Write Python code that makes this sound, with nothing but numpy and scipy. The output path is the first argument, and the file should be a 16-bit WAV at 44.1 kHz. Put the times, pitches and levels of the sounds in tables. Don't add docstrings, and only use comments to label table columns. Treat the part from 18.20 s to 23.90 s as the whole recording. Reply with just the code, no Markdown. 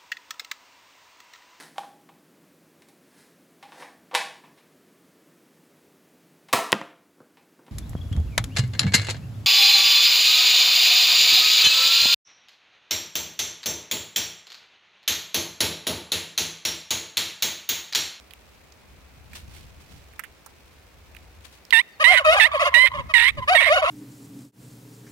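import sys
import numpy as np
from scipy import signal
from scipy.fft import rfft, irfft, next_fast_len
from scipy.io import wavfile
from scipy.ndimage import uniform_filter1d

SR = 44100
rng = np.random.default_rng(int(sys.argv[2]) if len(sys.argv) > 2 else 0)


def dump(signal):
    limited = np.clip(np.atleast_2d(signal).T, -1, 1)
    pcm = np.round(limited * 32767).astype(np.int16)
    wavfile.write(sys.argv[1], SR, pcm)


N = 251370
T = np.arange(N) / SR
TOP_HZ = 16000

# frequency_hz, gain_db
AIR_TONE = [(15, -56), (25, -25), (42, -14), (66, 1), (82, -27), (108, -15), (344, -21.5), (476, -21),
            (754, -23.5), (1790, -28.5), (2480, -27), (3080, -36.5), (10400, -49.5), (16000, -39)]
WIND_TONE = [(20, -6), (45, -12), (80, 1.5), (140, -1.5), (300, -15.5), (700, -32), (2000, -68)]
RUSTLE_TONE = [(500, -6.5), (1500, -2.5), (2600, 1), (4000, -0.5), (7000, -6), (11000, -10), (15000, -13.5)]
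# time_s, level_db
RUMBLE_LEVELS = [(0, -58), (.9, -56), (1.2, -47.5), (1.9, -54.5), (2.2, -60), (2.6, -54), (3.2, -50),
                 (3.7, -78.5), (3.85, -49), (4.4, -47), (5.7, -47.5)]
# loudest_s, fade_s, level_db
WIND_PUFFS = [(1.25, 0.54, -50.5), (1.748, 0.026, -47), (3.0, .15, -58), (4.798, 0.052, -36.5),
              (5.192, 0.057, -36), (5.65, 0.11, -55)]
# loudest_s, fade_s, level_db, left_minus_right_db
GRASS_BRUSHES = [(1.160, 0.023, -39, 0), (1.35, 0.058, -52.5, -7), (1.609, 0.019, -59.5, -7),
                 (1.72, 0.067, -60.5, -14), (3.251, 0.013, -48.5, 13), (3.33, 0.021, -56, 4)]
# start_s, length_s, pitch_hz, rise_share, level_db
SONGBIRD_CHIRPS = [(3.472, 0.046, 4300, .14, -64), (3.707, .065, 4500, -0.156, -59.5)]
# start_s, level_db, ring_hz, fade_s (time to fall by 60 dB)
TICKS_AND_POP = [(.108, -38, 3120, 0.034), (.136, -30.5, 2340, 0.0053), (.522, -46, 5230, .02),
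                 (1.133, -35, 2420, 0.029), (1.366, -41, 2720, 0.014), (1.935, -45, 1920, 0.058),
                 (1.993, -22.5, 1920, 0.041), (2.037, -31.5, 2120, 0.072), (2.262, -36, 1180, 0.052),
                 (2.949, -38, 2280, 0.01), (2.966, -37, 2600, 0.024), (3.452, -38, 4800, 0.0045),
                 (3.5066, -19, 3430, 0.023)]
# frequency_hz, gain_db
YELP_TONE = [(500, -50), (950, -13), (1250, -16.5), (1550, -13), (1850, 1.5), (2150, 5.5), (2500, -3),
             (2800, -8.5), (3200, -9.5), (3800, -9), (4500, -25), (6900, -39.5), (8300, -26.5),
             (11500, -39.5), (15500, -40.5)]
CHEST_TONE = [(330, -29), (540, 8.5), (720, 6.5), (900, -9), (1200, 4), (1450, -7), (1700, 1.5), (2100, -5),
              (2900, -9), (4000, -21), (7000, -34), (10000, -35.5), (15000, -46)]
RASP_TONE = [(600, -21), (1000, 16.5), (1500, 10), (2050, 3), (2550, -5), (3500, -8.5), (5000, -30),
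             (10000, -34.5), (15000, -41)]
# start_s, length_s, opening_hz, middle_hz, closing_hz, level_db, rattle_start_s,
# rattle_amount (0 to 1)
YELP_CALLS = [ (3.525, .093, 939, 904, 997, -14, 3.7, 0.17),
              (3.840, 0.16, 901.7, 1063, 871, -13, 3.91, 0.7),
              (4.198, 0.08, 965, 872, 1080, -13, 4.264, .6),
              (4.540, 0.15, 920.6, 1016, 1022, -13.5, 4.657, 0.88),
              (4.938, .172, 1004, 936, 1202, -14, 4.972, .55),
              (5.349, .160, 926.3, 970.5, 1175, -15.5, 5.4, 0.68)]
# start_s, length_s, pitch_hz, rise_share, droop_share, level_db, overtones_db
HOOT_NOTES = [ (3.796, 0.043, 630, -0.0089, 0.21, -14, 14.5), (3.862, .056, 686, 0.28, .08, -16.5, 15.5),
              (3.902, .034, 738, 0.038, 0.015, -14.5, 1), (4.045, 0.085, 618, 0.093, -0.11, -9, 0.5),
              (4.105, 0.05, 718.5, .12, .04, -13.5, 12), (4.152, .046, 827, -0.0051, 0.22, -14.5, 2.5),
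              (4.176, 0.04, 627, 0.21, 0.008, -21.5, 23), (4.389, 0.04, 667.4, .18, 0.056, -17, 12.5),
              (4.425, 0.063, 702, .16, .12, -18.5, 13.5), (5.274, .034, 614, .22, 0, -12.5, 14),
              (5.292, 0.059, 744.4, 0.176, -0.00056, -12, -1.5),
              (5.492, 0.047, 606, 0.22, -0.052, -10.5, -0.5), (5.518, .042, 718.5, 0.13, 0.07, -15, 7.5),
              (5.567, 0.048, 748, 0.097, 0.057, -21, 3.5), (5.652, 0.072, 699, .27, 0.095, -19.5, 7)]
# start_s, pitch_hz, rise_share, level_db, overtones_db
GULP_NOTES = [ (3.925, 637, -0.33, -21.5, -1), (3.989, 610, -0.34, -24, 1), (4.131, 618, -0.34, -16, 2),
              (4.250, 637, -0.32, -26.5, 8), (4.335, 600, -0.28, -17, -1), (4.409, 590.5, -0.32, -16, 3.5),
              (4.459, 586, -0.23, -17.5, 5), (4.556, 611, -0.18, -29, -9), (4.629, 579, -0.28, -30, 1),
              (4.739, 588, -.08, -28, 4), (4.784, 552, -0.2, -33, 2), (4.889, 632, -0.12, -29, 11),
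              (5.169, 580, -0.182, -29.5, 3), (5.328, 718, -0.46, -13, -4), (5.401, 608, -0.5, -24.5, 3),
              (5.460, 630, -0.33, -18.5, 0.5), (5.553, 601, -0.37, -16.5, -1),
              (5.617, 615, -.25, -15, -6.5)]
# start_s, length_s, pitch_hz, level_db, roughness (0 is smooth)
RASP_NOTES = [ (3.971, 0.031, 1508, -13.5, .2), (4.041, 0.036, 1296, -16, 0.83),
              (4.108, .052, 1313, -18.5, 0.66), (4.155, 0.058, 1217, -21.5, 1.2),
              (4.313, 0.032, 1170, -21, 0.8), (4.356, 0.042, 1091, -22.5, 0.47),
              (4.389, 0.047, 1139, -20, 0.55), (4.452, 0.024, 1081, -15, 0), (4.519, 0.033, 1074, -25, 0.8),
              (4.703, 0.063, 1050, -29, 1.2), (4.768, 0.047, 1068, -24.5, 0.86),
              (5.213, 0.039, 1024, -26.5, 0.37), (5.548, 0.046, 1446, -15.5, 0.52),
              (5.611, 0.046, 1136, -20.5, 1.15), (5.642, 0.037, 1348, -19, 0.8),
              (5.652, 0.066, 1110, -20, 1.17)]


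def undb(db):
    return 10 ** (np.asarray(db) / 20)


def unit(x):
    return x / np.sqrt(np.mean(x ** 2) + 1e-18)


def colour(x, tone):
    size = next_fast_len(x.shape[-1] + 512)
    hz, db = np.transpose(tone)
    all_hz = np.arange(size // 2 + 1) * SR / size
    gain = undb(np.interp(np.log(all_hz + 1), np.log(hz), db))
    return irfft(rfft(x, size) * gain, size)[..., :x.shape[-1]]


def band(x, low_hz, high_hz):
    return signal.sosfilt(signal.butter(2, [low_hz, high_hz], "band", fs=SR, output="sos"), x)


def wobble(t, rate_hz):
    smoothing = signal.butter(2, rate_hz, fs=SR, output="sos")
    return unit(signal.sosfilt(smoothing, rng.standard_normal(len(t) + 2048))[2048:])


def sides(pan_db):
    return undb(np.array([[pan_db], [-pan_db]]) / 2)


def place(x, pan_db, left_lead_ms):
    shift = left_lead_ms * SR / 1000 / 2
    earlier = np.exp(2j * np.pi * np.arange(N // 2 + 1) / N * shift)
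    pair = irfft(rfft(x) * np.array([earlier, 1 / earlier]), N)
    return sides(pan_db) / sides(pan_db).mean() * pair


def add(track, start_s, x):
    i = int(start_s * SR)
    track[..., i:i + x.shape[-1]] += x[..., :max(N - i, 0)]


def stereo_noise(shared):
    return shared * rng.standard_normal(N) + rng.standard_normal((2, N))


def surge(loudest_s, fade_s, rise_share):
    return np.exp(-np.abs(T - loudest_s) / np.where(T < loudest_s, rise_share * fade_s, fade_s))


def note_shape(length_s, hz, rise, droop, peak):
    t = np.arange(0, length_s, 1 / SR)
    position = 2 * t / length_s - 1
    swell = np.sin(np.pi / 2 * np.interp(t / length_s, [0, peak, 1], [0, 1, 0]))
    return t, hz * (1 + rise * position / 2 - droop * position ** 2), swell ** 1.05


def yard_air():
    hush = unit(band(colour(stereo_noise(0.75), AIR_TONE), 163, TOP_HZ))
    rumble = unit(band(stereo_noise(2.7), 54.6, 82.8))
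    return hush * undb(-56) + rumble * undb(np.interp(T, *np.transpose(RUMBLE_LEVELS)))


def wind():
    buffets_db = 4 * np.array([wobble(T, 16), wobble(T, 16)])
    puffs = sum(undb(db) * surge(at, fade, rise_share=.8) for at, fade, db in WIND_PUFFS)
    return unit(colour(stereo_noise(0.51), WIND_TONE)) * puffs * undb(buffets_db) * sides(pan_db=5)


def grass():
    brushes = sum(undb(db) * surge(at, fade, rise_share=0.53) * sides(pan_db)
                  for at, fade, db, pan_db in GRASS_BRUSHES)
    hiss = unit(colour(stereo_noise(0.06), RUSTLE_TONE))
    return hiss * (undb(-60.5) + brushes) * undb(2.0 * wobble(T, 97.5))


def songbird():
    out = np.zeros(N)
    for start, length, pitch_hz, rise, db in SONGBIRD_CHIRPS:
        _, hz, swell = note_shape(length, pitch_hz, rise, droop=0, peak=.5)
        add(out, start, np.sin(2 * np.pi * np.cumsum(hz) / SR) * swell * undb(db))
    return out


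def ticks_and_pop():
    out, t = np.zeros(N), np.arange(SR // 5) / SR
    for start, db, hz, fade_s in TICKS_AND_POP:
        crack = rng.standard_normal(len(t)) * undb(-60 * t / fade_s)
        ring = band(crack, hz * .7, hz * 1.35)
        snap = band(crack, 1500, TOP_HZ) * np.exp(-t / .02)
        tick = ring + undb(-14) * snap
        add(out, start, undb(db) * tick / np.abs(tick).max())
    return out * sides(pan_db=-15)


def echo(x, fade_s, db, low_hz=450, high_hz=4500):
    t = np.arange(int(.7 * SR)) / SR
    scatter = band(rng.standard_normal((2, len(t))), low_hz, high_hz)
    tail = scatter * undb(-60 * t / fade_s) * (1 - np.exp(-t / 0.041))
    return undb(db) * signal.fftconvolve(x[None], unit(tail) / np.sqrt(len(t)), axes=1)[:, :N]


def membrane(t, hz, pitch_shake, level_shake, air, limp, overtones_db, flutter_hz, fray):
    phase = 2 * np.pi * np.cumsum(hz * (1 + pitch_shake * wobble(t, flutter_hz))) / SR
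    overtones = np.zeros(len(t))
    for k in range(2, int(TOP_HZ / np.mean(hz))):
        waver = min(fray * (k - 1.5), 1.3)
        overtone = np.cos(k * phase + k ** 2 / 2 + waver * wobble(t, 135))
        overtones += overtone * (1 + .5 * waver * wobble(t, 63))
    puffs = air * (1 + np.cos(phase)) * rng.standard_normal(len(t))
    tone = np.cos(phase) + undb(overtones_db) * (overtones + puffs)
    return tone * (1 + limp * np.cos(phase / 2)) * np.exp(level_shake * wobble(t, flutter_hz))


def yelp_pitch(t, start, length, pitches):
    flick_hz, crack_from_s, crack_to_s = 1270, 5.377, 5.403
    curve = np.polyval(np.polyfit([0, .5, 1], pitches, 2), t / length)
    hz = curve * (1 + 0.1783 * np.exp(-t / 0.00301))
    hz += (flick_hz - hz) * np.exp((t - length) / 0.00896)
    cracked = (start + t > crack_from_s) & (start + t < crack_to_s)
    return hz * (1 + .19 * cracked)


def yelps():
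    out = np.zeros(N)
    attack_s, release_s, break_s = 0.0017, 0.02, 0.0068
    sag_db, middle_db, rattle_db, release_db = -1.5, -2, -4, -17.5
    for start, length, *pitches, db, rattle_start, rattle_amount in YELP_CALLS:
        t = np.arange(0, length, 1 / SR)
        broken = rattle_amount * np.clip((start + t - rattle_start) / break_s, 0, 1)
        rough = np.maximum(.15 + 0.39 * np.exp(-t / 0.012), broken)
        flaps = np.tanh(1.3 * unit(band(rng.standard_normal(len(t)), 65, 170)))
        rattle = rough ** 1.3 * flaps
        hz = yelp_pitch(t, start, length, pitches) * (1 + .1 * rattle)
        source = membrane(t, hz, pitch_shake=0.0048 + 0.036 * rough, level_shake=0.35 * rough,
                          air=0.092 + 2.0 * rough, limp=1.05 * rough,
                          overtones_db=0, flutter_hz=613, fray=0.21)
        voice = colour(source, YELP_TONE)
        power = np.abs(uniform_filter1d(voice ** 2, int(.003 * SR)))
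        voice /= np.sqrt(power + 1e-12)
        voice *= 1 - .55 * rattle
        release = np.clip(1 - (length - t) / release_s, 0, 1)
        level_db = db + sag_db * t / length + middle_db * np.sin(np.pi * t / length)
        level_db += rattle_db * broken + release_db * release
        edges = np.clip(np.minimum(t, length - t) / attack_s, 0, 1)
        add(out, start, voice * undb(level_db) * edges)
    return band(out, 880, TOP_HZ)


def rasp(length_s, pitch_hz, db, rough):
    t, hz, swell = note_shape(length_s, pitch_hz, rise=-0.071, droop=0.0685, peak=0.41)
    source = membrane(t, hz, pitch_shake=0.04 * rough, level_shake=0.59 * rough, air=0.034,
                      limp=0.12 * rough, overtones_db=.5 * (db + 33.5), flutter_hz=207, fray=0.54)
    return unit(colour(source, RASP_TONE)) * swell * undb(db)


def chest_note(t, hz, swell, overtones_db):
    source = membrane(t, hz, pitch_shake=.007, level_shake=.05, air=.25, limp=.04,
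                      overtones_db=overtones_db, flutter_hz=250, fray=.2)
    return unit(colour(source, CHEST_TONE)) * swell


def gobbles():
    out = np.zeros(N)
    for start, length, hz, rise, droop, db, overtones_db in HOOT_NOTES:
        hoot = note_shape(length, hz, rise, droop, peak=0.62)
        add(out, start, undb(db) * chest_note(*hoot, overtones_db))
    for start, hz, rise, db, overtones_db in GULP_NOTES:
        gulp = note_shape(.039, hz, rise, droop=0.0417, peak=0.41)
        add(out, start, undb(db) * chest_note(*gulp, overtones_db))
        add(out, start - 0.00198, rasp(length_s=0.055, pitch_hz=1.83 * hz, db=0.65 * db - 15, rough=.8))
    for start, *note in RASP_NOTES:
        add(out, start, rasp(*note))
    return out


def scene():
    gobble, yelp = gobbles(), yelps()
    turkeys = undb(-2.5) * place(gobble, pan_db=-0.5, left_lead_ms=0.19)
    turkeys += undb(3.0) * place(yelp, pan_db=-16.5, left_lead_ms=-0.089)
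    lawn = echo(gobble, fade_s=0.0059, db=-3, low_hz=2570, high_hz=13500)
    barn = echo(gobble, fade_s=.65, db=-27) + echo(yelp, fade_s=.75, db=-37)
    return turkeys + lawn + barn + songbird() + ticks_and_pop() + yard_air() + wind() + grass()


def record(dry):
    rounded = dry / (1 + (dry / .95) ** 8) ** (1 / 8)
    return signal.sosfilt(signal.ellip(8, .2, 70, TOP_HZ, fs=SR, output="sos"), rounded)


dry = scene()
out = record(dry)
dump(out)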